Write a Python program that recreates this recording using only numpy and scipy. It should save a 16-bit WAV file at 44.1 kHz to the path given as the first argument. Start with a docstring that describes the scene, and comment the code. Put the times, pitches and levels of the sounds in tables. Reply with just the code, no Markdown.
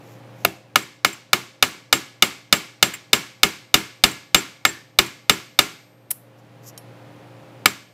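"""In a small workshop, a steel hammer flattens a brass hinge on the anvil of a bench vise.
A sleeve rustles faintly, then about three blows a second clank the vise, thump the bench and leave
the hammer head singing. In a pause the hinge is tapped and shifted, then one last blow falls.
A machine hums behind. The close microphone overloads, and its automatic volume control turns
the hum down after each blow."""
import sys
import numpy as np
from scipy import signal
from scipy.fft import rfft, irfft, next_fast_len
from scipy.io import wavfile
from scipy.ndimage import uniform_filter1d, map_coordinates

SR = 44100
rng = np.random.default_rng(int(sys.argv[2]) if len(sys.argv) > 2 else 0)


def waveform_to_disk(signal):
    """Save audio, clipped to [-1, 1], as 16-bit WAV at the path in sys.argv[1]."""
    frames = np.transpose(np.atleast_2d(signal))
    scaled = np.clip(frames, -1, 1) * 32767
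    samples = np.round(scaled).astype(np.int16)
    wavfile.write(sys.argv[1], SR, samples)


N = 349713

# the hammer blows: (time [s], force [dB], weight of the arm behind it [dB], ring of the head [dB])
HAMMER_BLOWS = [(0.4493, -11, -6, -27.5), (.7577, 0, -16, -5), (1.0473, 0, -16, -1), (1.3314, 1.5, -12, -9),
                (1.6254, 3, -11, -3), (1.927, 3.5, 3, 6), (2.2235, 4, -7.5, 0), (2.5262, 4.5, 3.5, 1),
                (2.8267, 4.5, -1.5, 6), (3.1313, 5, -6.5, -0.5), (3.4322, 4.5, 15.5, -0.5),
                (3.7416, 5.5, 18, 0), (4.038, 5.5, 21, 4), (4.3458, 5.5, 18, 11.5), (4.6511, 0.5, -7.5, 6),
                (4.9878, 4, 18, -5.5), (5.2959, 4, 12, 6), (5.5897, 4.5, -1.5, 1), (7.6578, 1, -6, -0.5)]
# tone colour of the workshop's echo: (frequency [Hz], level [dB])
ECHO_COLOUR = [(30, -27), (80, -14), (140, 2.5), (380, 5), (560, -3), (1300, 1.5), (1950, -0.5),
               (2230, 1.5), (2550, 1), (5600, -6.5), (8200, -7.5), (9500, -17.5), (11000, -10),
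               (15000, -15)]


def amp(db):
    """Turn decibels into a number to multiply a sound by."""
    return 10 ** (np.asarray(db) / 20)


def unit(x):
    """Scale a sound to an average (rms) level of 1."""
    return x / np.sqrt(np.mean(x ** 2) + 1e-20)


def along(points, hz):
    """Read between (frequency, value) points, with octaves evenly spaced."""
    frequencies, values = np.transpose(points)
    return np.interp(np.log(hz + 1), np.log(frequencies), values)


def filtered(x, response):
    """Multiply each frequency in a sound by response(hz)."""
    size = next_fast_len(len(x) + SR // 8)
    return irfft(rfft(x, size) * response(np.fft.rfftfreq(size, 1 / SR)), size)[:len(x)]


def noise(colour, size):
    """Noise of level 1, shaped by (frequency [Hz], level [dB]) points."""
    return unit(filtered(rng.standard_normal(size), lambda hz: amp(along(colour, hz))))


def fade(t, ring_time):
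    """Die away by 60 dB in each ring time, given in seconds."""
    return amp(-60 * t / ring_time)


def wander(t, per_second):
    """A smooth curve through random values."""
    return map_coordinates(rng.standard_normal(64), [t * per_second], mode="mirror")


def ring(notes, t, scatter_db, detune):
    """The fading notes of a struck object, a little different in level and pitch every time."""
    out = np.zeros(len(t))
    for k, (hz, db, ring_time) in enumerate(notes):
        level = amp(db + scatter_db * rng.standard_normal())
        pitch = hz * (1 + detune * rng.standard_normal())
        out += (-1) ** k * level * fade(t, ring_time) * np.sin(2 * np.pi * pitch * t)
    return out


def add(track, start, sound):
    """Mix a sound into a track at a start time in seconds."""
    part = track[round(start * SR):][:len(sound)]
    part += sound[:len(part)]


def machine():
    """A motor and its fan run steadily across the shop."""
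    # the motor's tones: (frequency [Hz], level [dB])
    motor_tones = [(118.4, -50), (236.9, -71), (296.1, -57), (349.9, -64.5), (527.6, -56.5), (812.9, -65.5)]
    # the rush of air: (frequency [Hz], level [dB])
    air_colour = [(30, -42), (70, -30), (95, -16), (120, -8), (160, -7), (300, -16), (420, -14.5),
                  (540, -12), (800, -17.5), (1300, -22.5), (2500, -26.5), (5000, -36.5), (9000, -44),
                  (15000, -46.5)]
    hum, t = np.zeros(N), np.arange(N) / SR
    for hz, db in motor_tones:
        level = amp(db + 1.2 * wander(t, per_second=5)) * np.sqrt(2)
        hum += level * np.sin(2 * np.pi * hz * t + .4 * wander(t, per_second=5))
    return amp(1.5) * hum + amp(-47) * noise(air_colour, N)


def room_tail(size):
    """The blurred echo from the walls: each frequency dies at its own speed."""
    # how long the room rings: (frequency [Hz], ring time [s])
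    ring_times = [(100, 0.53), (400, 0.35), (900, 0.39), (2300, 0.44), (5000, 0.5), (8000, 0.42),
                  (14000, 0.31)]
    hz, t, spectrum = signal.stft(noise(ECHO_COLOUR, size), SR, nperseg=256)
    fading = spectrum * fade(t, along(ring_times, hz)[:, None])
    return signal.istft(fading, SR, nperseg=256)[1][:size]


def rustle_and_scrapes():
    """A sleeve rustles faintly before the first blow; later the shifting hinge makes gritty scrapes."""
    # two sleeve strokes, then the hinge's: (middle time [s], level [dB], half length [s])
    strokes = [(0.102, -60.5, 0.081), (0.427, -61, 0.067), (6.39, -61, .015), (6.648, -52, .018),
               (6.684, -40.5, 0.018)]
    # the hiss of rubbing: (frequency [Hz], level [dB])
    rub_colour = [(1500, -19.5), (4200, -11), (5300, 1.5), (7200, 2), (9000, -13.5), (12500, 1),
                  (15000, -10)]
    t = np.arange(N) / SR
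    swells = sum(amp(db) * np.exp(-((t - middle) / width) ** 2) for middle, db, width in strokes)
    grit_db = 2.5 * unit(uniform_filter1d(rng.standard_normal(N), size=120))
    return swells * amp(grit_db) * noise(rub_colour, N)


def hinge_taps():
    """The loose hinge clicks on the anvil and rings briefly."""
    # light touches: (time [s], level [dB], treble lift [dB])
    taps = [(0.4495, -25.5, 15), (6.1052, -37, 12), (6.1076, -23.5, 14.5), (6.1126, -23.5, 13),
            (6.1148, -23, 5), (6.777, -26.5, -13)]
    # the click: (frequency [Hz], level [dB])
    click_colour = [(300, -15), (900, -5), (2500, -7), (4000, -6.5), (7000, -6), (12000, 3), (15500, -7)]
    # the hinge's own notes: (frequency [Hz], level [dB], ring time [s])
    brass_notes = [(3100, -7, .03), (3950, -8, .025), (4750, -8, .025), (5550, -5, .06), (6350, -2, .025),
                   (7050, -2, .025), (8450, -1, .04), (9722, -7, .09), (10780, -2, .04), (11040, -11, .24),
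                   (11350, 0, .02), (11810, -8, .15), (12640, -4, .04), (13380, -3, .05), (14300, -3, .02)]
    out, t = np.zeros(N), np.arange(SR // 2) / SR
    for start, db, lift_db in taps:
        lift = lambda hz: lift_db * along([(4000, 0), (11000, 0.67)], hz)
        click = noise([(hz, level + lift(hz)) for hz, level in click_colour], len(t))
        click *= fade(t, .019) + amp(-30) * fade(t, .27)
        notes = [(hz, level + lift(hz), ring_time) for hz, level, ring_time in brass_notes]
        brass = ring(notes, t, scatter_db=1, detune=.0005)
        # a firm touch clicks more and deadens the brass
        add(out, start, amp(db) * (amp(5 + lift_db) * click + amp(-11 - .5 * lift_db) * brass))
    return out


def bench():
    """The bench takes the weight of each blow through the vise: a wooden knock and one low thump."""
    # notes of the wood: (frequency [Hz], level [dB], ring time [s])
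    wood_notes = [(57, -22, 0.11), (89, -11.5, 0.26), (127.1, -11, 0.32), (174, -0.5, 0.11), (194, 0, 0.19),
                  (239, -3.5, 0.15), (280, -16, 0.45), (326, -1, 0.25), (387, 4.5, .15), (480, -9.5, .12)]
    rise_s, thump_s = .009, .0026
    out, t = np.zeros(N), np.arange(SR // 2) / SR
    thump = t / thump_s * np.exp(-t / thump_s)
    for start, _, weight_db, _ in HAMMER_BLOWS:
        knock = ring(wood_notes, t, scatter_db=1.5, detune=.025) * (1 - np.exp(-t / rise_s))
        # the knock grows slowly with the arm's weight, the thump in step with it
        add(out, start, amp(-15.5 + 0.197 * weight_db) * knock + amp(-20.5 + weight_db) * thump)
    return out


def hinge_bends():
    """The hinge's arch and kinks give way, each with one short note that hangs in the room."""
    # kinks giving way: (time [s], frequency [Hz], level [dB])
    kinks = [(0.4497, 526, -3), (0.4504, 715, 4.5), (0.4485, 2674, -3), (0.757, 1780, 0),
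             (4.6516, 1770, 11), (4.9878, 2400, 4.5)]
    # every blow flattens the arch, so its hollow note rises and weakens
    arch_hz, rise_hz_per_blow, loss_db_per_blow = 1036, 25, 2.3
    arch = [(start, arch_hz + rise_hz_per_blow * k, 5.5 + force_db - loss_db_per_blow * k)
            for k, (start, force_db, *_) in enumerate(HAMMER_BLOWS)]
    out, t = np.zeros(N), np.arange(SR // 2) / SR
    for start, hz, db in arch + kinks:
        note = np.sin(2 * np.pi * hz * t) * fade(t, 0.02) * (1 - np.exp(-t / 0.0015))
        tail = room_tail(len(t))
        echo = signal.fftconvolve(note, tail / np.linalg.norm(tail))[:len(t)]
        add(out, start, amp(db) * (note + amp(-18) * echo))
    return out


def vise_shimmer():
    """Close notes of the vise beat against each other for a moment after each blow."""
    narrow_band = [(1950, -40.5), (2130, 0.5), (2320, 0), (2520, -39.5)]  # (frequency [Hz], level [dB])
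    out, t = np.zeros(N), np.arange(SR // 2) / SR
    for start, force_db, *_ in HAMMER_BLOWS:
        add(out, start, amp(force_db - 29.5) * noise(narrow_band, len(t)) * fade(t, 0.48))
    return out


def steel_ring():
    """The steel rings on until the next blow stops it; a flatter hinge lets more high notes through."""
    # lasting notes of the steel: (frequency [Hz], level [dB], ring time [s])
    steel_notes = [(1140, -1.5, 1), (1392, 15, 0.39), (1704, 16, 0.35), (1691, 12.5, 0.58),
                   (2100, 6.5, .55), (2080, 9, 0.7), (2220, 14.5, 0.37), (2290, 11.5, 0.37),
                   (2320, 4, 0.76), (2900, 11, .35), (3040, 6.5, .22), (8226, -12.5, 1.3),
                   (13232, -11, 1.5)]
    out, t = np.zeros(N), np.arange(SR) / SR
    pauses = np.diff([start for start, *_ in HAMMER_BLOWS], append=np.inf)
    for k, ((start, force_db, *_), pause) in enumerate(zip(HAMMER_BLOWS, pauses)):
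        treble_db = -8 + .9 * k
        notes = [(hz, db + treble_db * along([(2500, 0.082), (13000, 1)], hz), ring_time)
                 for hz, db, ring_time in steel_notes]
        ringing = ring(notes, t, scatter_db=1.5, detune=.0005)
        add(out, start, amp(force_db - 48) * ringing * (t < pause))
    return out


def hammer_head(t, free_s):
    """The head sings, wavering as it bounces, until touching the work again quiets it after free_s."""
    # the head's high notes: (frequency [Hz], level [dB])
    head_notes = [(6950, -28.5), (7060, -16), (7472, 1), (7564, -12.5), (8830, -14)]
    singing = ring([(hz, db, .3) for hz, db in head_notes], t, scatter_db=2.5, detune=.001)
    waver_db = 3 * wander(t, per_second=100)
    return singing * amp(waver_db) * fade(np.maximum(t - free_s, 0), 0.072)


def hammer_grazes():
    """The bouncing hammer chatters against the hinge, which sets the head singing again."""
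    # glancing touches: (time [s], level [dB])
    grazes = [(.821, -40), (1.128, -35), (2.936, -25.5), (4.111, -34), (4.691, -33.5), (5.06, -35)]
    # the chatter: (frequency [Hz], level [dB])
    chatter_colour = [(300, -22), (1200, -8), (2000, 5), (2900, 2), (3800, -14), (7000, -19), (9000, -5),
                      (10000, -16), (14000, -10)]
    touch_s = 0.0062
    out, t = np.zeros(N), np.arange(SR // 4) / SR
    dying = fade(np.maximum(t - touch_s, 0), 0.097) * fade(t, 0.19)
    onset = 1 - np.exp(-t / 0.0016)
    for start, db in grazes:
        chatter = amp(10) * noise(chatter_colour, len(t)) * dying
        singing = amp(11) * hammer_head(t, free_s=touch_s)
        add(out, start, amp(db) * (chatter + singing) * onset)
    return out


def clank(t, force_db, grain):
    """Hinge and vise clank: a strong blow is short and hard, while the brass cushions a weak one."""
    # notes of hinge and vise together: (frequency [Hz], level [dB], ring time [s])
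    vise_notes = [(209.5, -29.5, 0.16), (412, -14.5, .055), (581, -17.5, 0.049), (762, -12.5, 0.034),
                  (1086, -4.5, 0.0076), (1239, -8.5, 0.045), (1391, -3.5, 0.02), (1739, -20.5, 0.072),
                  (1910, -11, 0.019), (2150, -11, 0.06), (2293, -3.5, 0.025), (2731, -12, .03),
                  (2711, -6.5, 0.033), (2900, -4, 0.032), (3507, -4, .022), (3666, 1.5, 0.021),
                  (4140, -15, 0.026), (4810, -8, 0.023), (4890, -13, 0.026), (5085, -8, 0.025),
                  (5930, -10, 0.02), (7405, -12, 0.033)]
    # the crack, a blur of countless brief notes: (frequency [Hz], level [dB])
    crack_colour = [(30, -12.5), (200, -14.5), (1000, -12), (2300, 6), (5500, -1), (8000, -5.5),
                    (9700, -12), (11500, -8), (15000, -9)]
    # how a harder hit changes the tone: (frequency [Hz], level change [dB per dB of hardness])
    hardness_effect = [(300, 1), (700, -0.9), (1350, -1.25), (2300, -0.86), (3600, 1), (5500, 0.1),
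                       (8000, 0.3), (12000, -0.47)]
    hardness_db = max(1.3 * (force_db - 4.5), -5.5)
    change_db = lambda hz: hardness_db * along(hardness_effect, hz)
    notes = [(hz, db + change_db(hz), ring_time) for hz, db, ring_time in vise_notes]
    body = ring(notes, t, scatter_db=1.2, detune=.0015) * (1 - np.exp(-(t / .0008) ** 2))
    colour = [(hz, db + change_db(hz)) for hz, db in crack_colour]
    crack = unit(filtered(grain, lambda hz: amp(along(colour, hz))))
    crack *= fade(t, 0.024) * (1 - np.exp(-t / .00025))
    return amp(6.5) * body + amp(8) * crack


def hammer_blows():
    """Every blow clanks the vise, sets the hammer head singing and echoes round the room."""
    out, t = np.zeros(N), np.arange(SR) / SR
    short_t = t[:SR // 2]

    def room_echo():
        """Echoes from nearby surfaces die quickly, those from the walls more slowly."""
        nearby = noise(ECHO_COLOUR, len(t)) * fade(t, 0.14)
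        return amp(-7) * nearby + amp(-17) * room_tail(len(t))

    usual_echo, usual_grain = room_echo(), rng.standard_normal(len(short_t))
    for start, force_db, _, ring_db in HAMMER_BLOWS:
        # the vise is struck in nearly the same spot, so most of the crack's noise repeats
        grain = .8 * usual_grain + .6 * rng.standard_normal(len(short_t))
        add(out, start, amp(force_db) * clank(short_t, force_db, grain))
        # vise and walls stay put, so part of the echo repeats; the moving arms change the rest
        echo = .6 * usual_echo + .8 * room_echo()
        add(out, start, amp(force_db) * echo * (1 - np.exp(-t / 0.0036)))
        add(out, start, amp(ring_db - 18.5) * hammer_head(short_t, free_s=.042))
    return out


def scene():
    """Everything that reaches the microphone, in one channel."""
    hammering = hammer_blows() + steel_ring() + vise_shimmer() + bench() + hinge_bends()
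    return (hammering + hammer_grazes() + hinge_taps() + rustle_and_scrapes() + machine())[None]


def volume_control(x, threshold_db, max_cut_db, recovery_db_per_s, attack_s):
    """A loud sound pulls the volume down quickly, and then it creeps back up."""
    level_db = 10 * np.log10(np.abs(uniform_filter1d(x ** 2, size=64)) + 1e-12)
    excess_db = np.clip(level_db - threshold_db, 0, max_cut_db)
    recovery_db = recovery_db_per_s * np.arange(N) / SR
    cut_db = np.maximum.accumulate(excess_db + recovery_db) - recovery_db
    smoothing = np.exp(-1 / (attack_s * SR))
    return x * amp(-signal.lfilter([1 - smoothing], [1, -smoothing], cut_db))


def record(dry):
    """The microphone turns loud sounds down, overloads, and loses the deepest bass and highest treble."""
    low_hz, top_hz = 30, 15400
    x = volume_control(dry[0], threshold_db=-9, max_cut_db=12.5, recovery_db_per_s=9.5, attack_s=0.0026)
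    x = x / (1 + np.abs(x) ** 6) ** (1 / 6)  # the overload rounds off the peaks
    x = signal.sosfilt(signal.butter(1, low_hz, "highpass", fs=SR, output="sos"), x)
    return filtered(x, lambda hz: 1 / np.sqrt(1 + (hz / top_hz) ** 160))[None]


dry = scene()
out = record(dry)
waveform_to_disk(out)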